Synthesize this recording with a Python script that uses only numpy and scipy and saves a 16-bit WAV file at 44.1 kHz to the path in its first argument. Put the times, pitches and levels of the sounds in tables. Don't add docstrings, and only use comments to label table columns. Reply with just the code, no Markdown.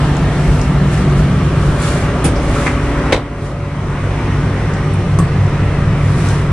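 import sys
import numpy as np
from scipy import signal
from scipy.fft import rfft, irfft
from scipy.io import wavfile
from scipy.ndimage import uniform_filter1d, map_coordinates

SR = 44100
rng = np.random.default_rng(int(sys.argv[2]) if len(sys.argv) > 2 else 0)


def unload_audio(sound):
    columns = np.transpose(np.atleast_2d(sound))
    steps = np.round(np.clip(columns, -1, 1) * 32767)
    wavfile.write(sys.argv[1], SR, steps.astype(np.int16))


N = 287532
TIME, HZ = np.arange(N) / SR, np.fft.rfftfreq(N, 1 / SR)
GENERATOR_HZ, FAN_HZ = 12.502, 47.76
JOLT_TONE_HZ, JOLT_PEAK_S = 47.0, 0.033
EDGE_HZ = 13600

# time in seconds, place (0 over the basin, 1 at the bowl, 2 standing back).
MIC_PATH = [(0, 0.51), (1.3, 0.029), (2.2, 0.73), (3.1, 1), (3.65, 1.4), (4.2, 1.46), (5.5, 2.15),
            (6.52, 1.84)]

# frequency in Hz, relative density in dB.
RUMBLE_SPECTRUM = [(14, -41), (22, -10), (36, 0), (50, 19), (58, 0), (72, 11), (120, -48)]
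BOOM_SPECTRUM = [(40, -40), (78, -4.5), (100, 1.5), (120, 1.5), (142, 0), (165, 4), (194, -4), (212, -16.5),
                 (300, -16.5), (600, -71)]
DRONE_SPECTRUM = [(150, -1), (240, -2.5), (305, -3), (335, 0), (375, 2.5), (430, -7), (520, -8.5),
                  (700, -11), (1200, -51)]
ROAR_SPECTRUM = [(120, -4), (220, -4.5), (370, 0.5), (560, -4.5), (640, -5.5), (820, -6.5), (1000, -5),
                 (1300, -6), (1600, -9.5), (2000, -10), (3000, -18), (4800, -29), (5800, -27), (7000, -33),
                 (9000, -31.5), (10800, -44), (11800, -69), (12300, -110)]
# level in dB over the basin, at the bowl, standing back.
RUMBLE_PLACE_DB = (-23.5, -20.5, -31.5)
BOOM_PLACE_DB = (-15, -22.5, -18)
DRONE_PLACE_DB = (-23, -25.5, -30)
ROAR_PLACE_DB = (-23, -21.5, -23.5)
# start in seconds, relative strength in dB.
JOLT_EVENTS = [(0.46, -13.5), (1.16, -10.5), (1.67, -12), (2.0, -15), (2.47, -23.5)]

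# multiple of shaft speed, relative level in dB over the basin, at the bowl, standing back.
GENERATOR_LINES = [(2, -47, -53, -25), (5, -18.5, -21, -21.5), (8, -39, -21, -17.5), (10, -52, -31, -42),
                   (15, -16, -59, -28.5), (20, -27.5, -23, -35.5)]
FAN_LINES = [(1, -26, -27.5, -39), (2, -25.5, -25, -19), (4, -33, -39, -40), (5, -29.5, -32, -34),
             (9, -50, -35, -39), (10, -49, -47, -42), (11, -52, -41, -42)]
# time in seconds, level in dB.
BLADE_TONE_PATH = [(0, -15.5), (.55, -18.5), (.92, -14), (1.38, -18), (1.7, -16), (2.1, -22), (2.9, -22),
                   (3.9, -20), (4.5, -21), (5.25, -19), (5.7, -17), (6.52, -18.5)]
BLADE_OCTAVE_PATH = [(0, -29), (.7, -32), (1.6, -42), (2.3, -29.5), (2.8, -24.5), (3.1, -24), (3.5, -33.5),
                     (4.25, -30.5), (4.8, -37), (5.2, -37), (5.7, -34), (6.52, -33)]
WHINE_PATH = [(0, -43), (1.4, -45), (1.9, -33), (2.25, -31.5), (2.5, -29), (2.9, -31), (3.2, -31),
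              (3.55, -27), (3.75, -33), (3.92, -40), (4.1, -31.5), (4.45, -42), (4.85, -35), (5.4, -42),
              (5.85, -32.5), (6.25, -42), (6.52, -36)]

# frequency in Hz, relative density in dB.
DRAUGHT_SPECTRUM = [(300, -35), (550, -5), (700, 6.5), (860, -2), (1000, 1.5), (1200, -13), (2500, -41)]

# time in seconds, level in dB.
WATER_PATH = [(0, -34.5), (.6, -41), (1.1, -37.5), (1.5, -39), (2.5, -41), (5.5, -46), (6.1, -43.5),
              (6.52, -59)]
# frequency in Hz, relative density in dB.
SPLASH_SPECTRUM = [(400, -29), (1500, -1), (3500, 6.5), (6000, -3), (9000, -3), (11000, -8), (12000, -44),
                   (12600, -80)]

# crest in seconds, half length in seconds, relative level in dB.
RUSTLE_EVENTS = [(0.522, 0.15, -33), (0.956, 0.054, -30), (1.194, 0.017, -31), (1.676, 0.1, -34),
                 (1.862, 0.054, -23.5), (1.962, 0.075, -28), (2.537, 0.11, -30.5), (2.634, 0.089, -28.5),
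                 (2.846, 0.061, -36), (3.45, 0.058, -31), (6.13, 0.083, -33.5), (6.295, 0.094, -28.5)]
# frequency in Hz, relative density in dB.
CLOTH_SPECTRUM = [(300, -8), (1200, 8.5), (2500, 2), (4500, -2.5), (7000, -3), (9000, -2), (11300, -10),
                  (12200, -40), (12800, -80)]

# start in seconds, level in dB, centre in Hz, width in octaves, decay in seconds.
TICK_EVENTS = [(.168, -27, 6000, 0.35, .002), (.615, -24, 5900, 0.33, .002),
               (1.818, -20.5, 7900, 0.23, 0.013), (2.236, -12, 870, 0.6, 0.024),
               (2.357, -25, 5300, 0.16, .02), (2.555, -10, 1290, 0.27, 0.05),
               (4.737, -29.5, 6200, 0.32, .003), (4.936, -29.5, 8800, 0.16, 0.0034),
               (5.466, -37, 6000, 0.32, .003), (6.287, -23, 6370, 0.36, 0.0027)]

# start in seconds, relative level in dB.
RATTLE_EVENTS = [(2.622, -17), (2.6625, -9), (2.668, -7.5), (2.677, -7), (2.687, -27)]
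JINGLE_EVENTS = [(2.2425, -9.5), (2.2465, -16), (2.251, -11.5), (2.2545, -9), (2.259, -14.5)]
KNOCK_EVENTS = [(5.1876, -10)]
LEVER_CLICK_EVENTS = [(5.1897, -22), (5.199, -30), (5.2515, -43)]
# frequency in Hz, relative density in dB.
LOOSE_PART_SPECTRUM = [(300, -17), (750, 0), (1300, 3), (2200, 1.5), (3200, -17), (4500, -19), (9000, -22),
                       (12000, -54.5)]
CONTACT_SPECTRUM = [(300, 18.5), (900, 11.5), (1400, -8), (3000, 1.5), (5000, -4), (6300, -4), (9000, 1),
                    (11000, -14), (12500, -27), (14000, -32)]
LEVER_CLICK_SPECTRUM = [(4000, -37), (7400, -11), (8000, 2), (8350, 11), (8900, -5), (10200, -9),
                        (10800, -4), (11700, -8), (12100, -15), (14000, -30)]
# frequency in Hz, relative level in dB, t60 in seconds.
JINGLE_PART_MODES = [(1700, -8, .1), (2550, -3.5, .07), (5960, -11, 0.13), (9200, -0.5, 0.095),
                     (9170, 3, 0.11), (11000, -4, .05)]
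TAP_LEVER_MODES = [(167.2, 2, 0.35), (254, -9, 0.15), (330, -7, 0.13), (475, -19, .2), (1076, -8, 0.12),
                   (1129, -6, 0.14), (1206, -13, 0.13), (1836, -24, .14), (2680, -27, 0.11),
                   (6230, -12.5, .03), (7900, -24, .09), (8050, -24, 0.17), (8600, -22, 0.15)]

# start in seconds, relative level in dB.
SNAP_EVENTS = [(3.1236, -1.5), (3.1278, 3), (3.134, -4), (3.1445, -6), (3.164, -11), (3.176, -14)]
THUD_EVENTS = [(3.1252, -6), (3.1288, 1), (3.1455, -10), (3.1765, -5.5)]
# frequency in Hz, relative density in dB.
FITTING_SPECTRUM = [(100, -22), (220, 1), (290, 13.5), (380, 8), (490, 12), (620, 3), (800, 5.5),
                    (1250, -5.5), (2250, 0.5), (2900, -3.5), (3900, -2.5), (4600, -10.5), (8500, -18),
                    (11000, -30), (13000, -46)]
PANEL_SPECTRUM = [(120, -15), (230, -9), (295, 6), (380, 0.5), (490, -1), (620, 0), (790, -3), (1000, -11),
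                  (1500, -19), (4000, -58)]
# frequency in Hz, relative level in dB, t60 in seconds.
WALL_PANEL_MODES = [(289, -12, .33), (464, -20, .14), (544, -25, 0.12), (750, -25, .12), (960, -24, .2),
                    (2040, -20, .12)]

# frequency in Hz, coherence from 0 to 1.
PORT_LIKENESS = [(150, 1), (350, .985), (630, .95), (1140, .86), (2050, .7), (3700, .3), (5500, .16),
                 (8300, .35), (11000, .5), (12000, .85)]
# frequency in Hz, lead of left over right in radians.
PORT_LEAD = [(150, 0), (500, .04), (2000, .22), (4000, .7), (6000, 1.7), (8000, 4.2), (9700, 3.3),
             (12000, 3.1)]
# frequency in Hz, left minus right in dB.
PORT_BALANCE = [(500, 0), (1200, .7), (3700, 0), (6600, -1.5), (9000, -4), (12000, -1)]
# frequency in Hz, t60 in seconds.
ROOM_DECAY = [(100, 0.38), (300, 0.49), (500, 0.39), (1000, 0.28), (4000, 0.24), (12000, 0.19)]


def amp(db):
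    return 10 ** (np.asarray(db) / 20)


def unit(x):
    return x / np.sqrt(np.mean(x ** 2) + 1e-20)


def read(points, hz):
    f, value = np.transpose(points)
    return np.interp(np.log(hz + 1), np.log(f + 1), value)


def follow(rows):
    s, value = np.transpose(rows)
    return np.interp(TIME, s, value)


def at_place(levels):
    return np.interp(follow(MIC_PATH), np.arange(len(levels)), levels)


def add(mix, start_s, sound):
    part = mix[:, round(start_s * SR):][:, :sound.shape[1]]
    part += sound[:, :part.shape[1]]


def drift(rate_hz):
    t = np.linspace(0, N / SR, 1024)
    f = np.fft.rfftfreq(len(t), t[1])
    spectrum = rfft(rng.standard_normal(len(t))) / (1 + (f / rate_hz) ** 4)
    return np.interp(TIME, t, unit(irfft(spectrum)))


def correlate(a, b, hz_likeness):
    return hz_likeness * a + np.sqrt(1 - hz_likeness ** 2) * b


def likeness(hz):
    return np.clip(read(PORT_LIKENESS, hz), 0, 1)


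def at_ports(spectrum, grain_db=0):
    grains = np.minimum(rng.exponential(1, N // 32 + 1), 5)
    size = amp(grain_db * np.repeat(grains, 32)[:N])
    a, b = rfft(rng.standard_normal((2, N)) * size)
    tilt = amp(read(PORT_BALANCE, HZ) / 2)
    right = correlate(a, b, likeness(HZ)) * np.exp(-1j * read(PORT_LEAD, HZ))
    return unit(irfft(np.array([a * tilt, right / tilt]) * amp(read(spectrum, HZ)), N))


def panels(x, ripple_db, spacing_hz, count=5):
    knots_hz, spectrum, out = np.arange(0, SR / 2, spacing_hz), rfft(x), np.zeros((2, N))
    for k in range(count):
        ripple = np.interp(HZ, knots_hz, rng.standard_normal(len(knots_hz)))
        nearness = np.maximum(1 - abs(np.linspace(0, count - 1, N) - k), 0)
        out += nearness * unit(irfft(spectrum * amp(ripple_db * ripple), N))
    return out


def patchy(x, patch_db, patch_s, patch_hz):
    hz, t, z = signal.stft(x, SR, nperseg=512, noverlap=384)
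    grid = np.array(np.meshgrid(hz / patch_hz, t / patch_s, indexing="ij"))
    field = map_coordinates(rng.standard_normal((256, 512)), grid, order=1, mode="wrap")
    patched = signal.istft(z * amp(patch_db * unit(field)), SR, nperseg=512, noverlap=384)[1]
    return unit(patched[:, :N])


def room_tail():
    hz, t, (a, b) = signal.stft(rng.standard_normal((2, SR // 2)), SR, nperseg=256)
    decay = np.exp(-np.log(1000) * t / read(ROOM_DECAY, hz)[:, None])
    z = np.array([a, correlate(a, b, likeness(hz)[:, None])]) * decay
    tail = signal.istft(z, SR, nperseg=256)[1]
    return tail / np.linalg.norm(tail[0])


def blows(rows, colour_db, crack_s, wet_db, clean=False):
    t, out = np.arange(SR // 20) / SR, np.zeros((2, N))
    for start_s, db in rows:
        crack = rng.standard_normal((2, len(t))) * np.exp(-t / crack_s)
        if clean:
            crack = np.array([t == 0, np.zeros(len(t))])
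        add(out, start_s, amp(db) * np.sqrt(SR / 1000) * crack / np.linalg.norm(crack[0]))
    a, b = rfft(out)
    log_gain = np.log(unit(amp(np.maximum(colour_db, -60))))
    mirrored = np.r_[log_gain, log_gain[-2:0:-1]]
    causal = np.exp(np.conj(signal.hilbert(mirrored)))[:len(HZ)]
    direct = irfft(np.array([a, correlate(a, b, likeness(HZ))]) * causal, N)
    return direct + amp(wet_db) * signal.fftconvolve(direct[:1], room_tail(), axes=1)[:, :N]


def ringing(rows, modes, ring_db, detune, rise_s):
    t, out = np.arange(SR // 3) / SR, np.zeros((2, N))
    for start_s, blow_db in rows:
        for hz, mode_db, t60_s in modes:
            lead_rad = np.array([[read(PORT_LEAD, hz)], [0]])
            side_db = read(PORT_BALANCE, hz) / 2 * np.array([[1], [-1]])
            pitch_hz = hz * (1 + detune * rng.standard_normal())
            swing = np.sin(2 * np.pi * pitch_hz * t + lead_rad)
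            envelope = (1 - np.exp(-t / rise_s)) * np.exp(-np.log(1000) * t / t60_s)
            add(out, start_s, amp(blow_db + ring_db + mode_db + side_db) * envelope * swing)
    return out


def jolting():
    shake = np.zeros(N)
    for start_s, db in JOLT_EVENTS:
        age = np.maximum(TIME - start_s, 0) / JOLT_PEAK_S
        shake += amp(db) * age * np.exp(1 - age)
    return shake


def ride(jolt_rumble_db=-4.0, jolt_ring_db=-1, jolt_boom_db=-7, jolt_drone_db=-12.0, flutter_db=0.46):
    jolt = jolting()
    floor = np.hypot(amp(at_place(RUMBLE_PLACE_DB)), amp(jolt_rumble_db) * jolt) * at_ports(RUMBLE_SPECTRUM)
    floor += amp(jolt_ring_db) * jolt * np.sin(2 * np.pi * (JOLT_TONE_HZ * TIME + rng.random()))
    cabin = np.hypot(amp(at_place(BOOM_PLACE_DB)), amp(jolt_boom_db) * jolt) * at_ports(BOOM_SPECTRUM)
    drone = panels(at_ports(DRONE_SPECTRUM), ripple_db=1.5, spacing_hz=6.8)
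    drone = patchy(drone, patch_db=0.9, patch_s=.08, patch_hz=155)
    walls = np.hypot(amp(at_place(DRONE_PLACE_DB)), amp(jolt_drone_db) * jolt) * drone
    roar = panels(at_ports(ROAR_SPECTRUM), ripple_db=2.5, spacing_hz=22.17)
    roar = patchy(roar, patch_db=1.0, patch_s=.09, patch_hz=298.4)
    outside = amp(at_place(ROAR_PLACE_DB) + flutter_db * drift(1.5)) * roar
    return floor + cabin + walls + outside


def hum(base_hz, lines, level_db, waver_db, wander_rad):
    out = np.zeros(N)
    for multiple, *levels in lines:
        db = at_place(levels) + waver_db * drift(2.1)
        phase = 2 * np.pi * (multiple * base_hz * TIME + rng.random()) + wander_rad * drift(1.6)
        out += amp(db) * np.sin(phase)
    return np.sqrt(2) * amp(level_db) * out


def generator():
    return hum(GENERATOR_HZ, GENERATOR_LINES, level_db=-3.0, waver_db=1.4, wander_rad=0.17)


def fan_tone(multiple, path, wander_rad):
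    phase = 2 * np.pi * (multiple * FAN_HZ * TIME + rng.random()) + wander_rad * drift(1.8)
    return np.sqrt(2) * amp(follow(path)) * np.sin(phase)


def fan():
    out = hum(FAN_HZ, FAN_LINES, level_db=-1.5, waver_db=2.0, wander_rad=0.12)
    out += fan_tone(3, BLADE_TONE_PATH, wander_rad=.08)
    out += fan_tone(6, BLADE_OCTAVE_PATH, wander_rad=.16)
    out += fan_tone(12, WHINE_PATH, wander_rad=.2)
    return out


def window(level_db=-30, reach_s=1.0):
    return amp(level_db) * np.exp(-(TIME / reach_s) ** 2) * at_ports(DRAUGHT_SPECTRUM)


def water():
    splash = patchy(at_ports(SPLASH_SPECTRUM, grain_db=0.5), patch_db=2.0, patch_s=.025, patch_hz=303)
    return amp(follow(WATER_PATH)) * splash


def sleeve(level_db=-1, catch_db=1.0):
    power = np.zeros(N)
    for crest_s, half_s, db in RUSTLE_EVENTS:
        power += amp(db) ** 2 * np.exp(-((TIME - crest_s) / half_s) ** 2)
    cloth = panels(at_ports(CLOTH_SPECTRUM, grain_db=1), ripple_db=2.5, spacing_hz=132.8)
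    return np.sqrt(power) * amp(level_db + catch_db * drift(36)) * cloth


def ticks():
    out = np.zeros((2, N))
    for start_s, db, centre_hz, width_octaves, decay_s in TICK_EVENTS:
        colour_db = -4 * (np.log2((HZ + 1) / centre_hz) / width_octaves) ** 2
        out += blows([(start_s, db)], colour_db, crack_s=decay_s, wet_db=-2.5)
    return out


def rattle():
    return blows(RATTLE_EVENTS, read(LOOSE_PART_SPECTRUM, HZ), crack_s=0.0067, wet_db=-3)


def jingle():
    out = blows(JINGLE_EVENTS, read(CONTACT_SPECTRUM, HZ), crack_s=0.0057, wet_db=2.5)
    return out + ringing(JINGLE_EVENTS, JINGLE_PART_MODES, ring_db=-13, detune=0.005, rise_s=0.00093)


def tap_lever():
    out = blows(KNOCK_EVENTS, read(CONTACT_SPECTRUM, HZ), crack_s=0.0044, wet_db=-1.0) * amp(-2.5)
    out += ringing(KNOCK_EVENTS, TAP_LEVER_MODES, ring_db=3.0, detune=0.0038, rise_s=0.0015)
    out += blows(LEVER_CLICK_EVENTS, read(LEVER_CLICK_SPECTRUM, HZ), crack_s=0.0033, wet_db=-2.0)
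    return out


def snap():
    out = blows(SNAP_EVENTS, read(FITTING_SPECTRUM, HZ), crack_s=0.005, wet_db=-4.5) * amp(-1.5)
    out += blows(THUD_EVENTS, read(PANEL_SPECTRUM, HZ), crack_s=0.001, wet_db=-3.5, clean=True)
    loudest_thud = max(THUD_EVENTS, key=lambda row: row[1])
    out += ringing([loudest_thud], WALL_PANEL_MODES, ring_db=2.0, detune=0.002, rise_s=0.0017)
    return out


def scene():
    background = ride() + generator() + fan() + window()
    return background + water() + sleeve() + ticks() + rattle() + jingle() + tap_lever() + snap()


def gain_control(x, threshold_db=-15, most_db=10.0, slope=4.2, recover_db_per_s=9.0, lag_s=0.0092,
                 fall_s=0.11, peak_db=-0.04, peak_most_db=4.0):
    sensed = signal.sosfilt(signal.butter(2, 400, "high", fs=SR, output="sos"), x)
    power = uniform_filter1d((sensed ** 2).mean(0), SR // 40)
    power_db = 10 * np.log10(abs(power) + 1e-12)
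    burst_cut_db = np.clip(slope * (power_db - threshold_db), 0, most_db)
    level_db = 20 * np.log10(abs(x).max(0) + 1e-9)
    peak_cut_db = np.clip(2 * (level_db - peak_db), 0, peak_most_db)
    cut_db = np.maximum(burst_cut_db, peak_cut_db)
    recovery_db = recover_db_per_s * TIME
    held_db = np.maximum.accumulate(cut_db + recovery_db) - recovery_db
    held_db = uniform_filter1d(held_db, int(fall_s * SR))
    return x * amp(-np.interp(TIME - lag_s - fall_s / 2, TIME, held_db))


def record(dry):
    x = gain_control(dry)
    x = x / (1 + x ** 8) ** (1 / 8)
    low_pass = signal.firwin(255, EDGE_HZ, window=("kaiser", 9), fs=SR)
    return signal.oaconvolve(x, low_pass[None], "same")


dry = scene()
out = record(dry)
unload_audio(out)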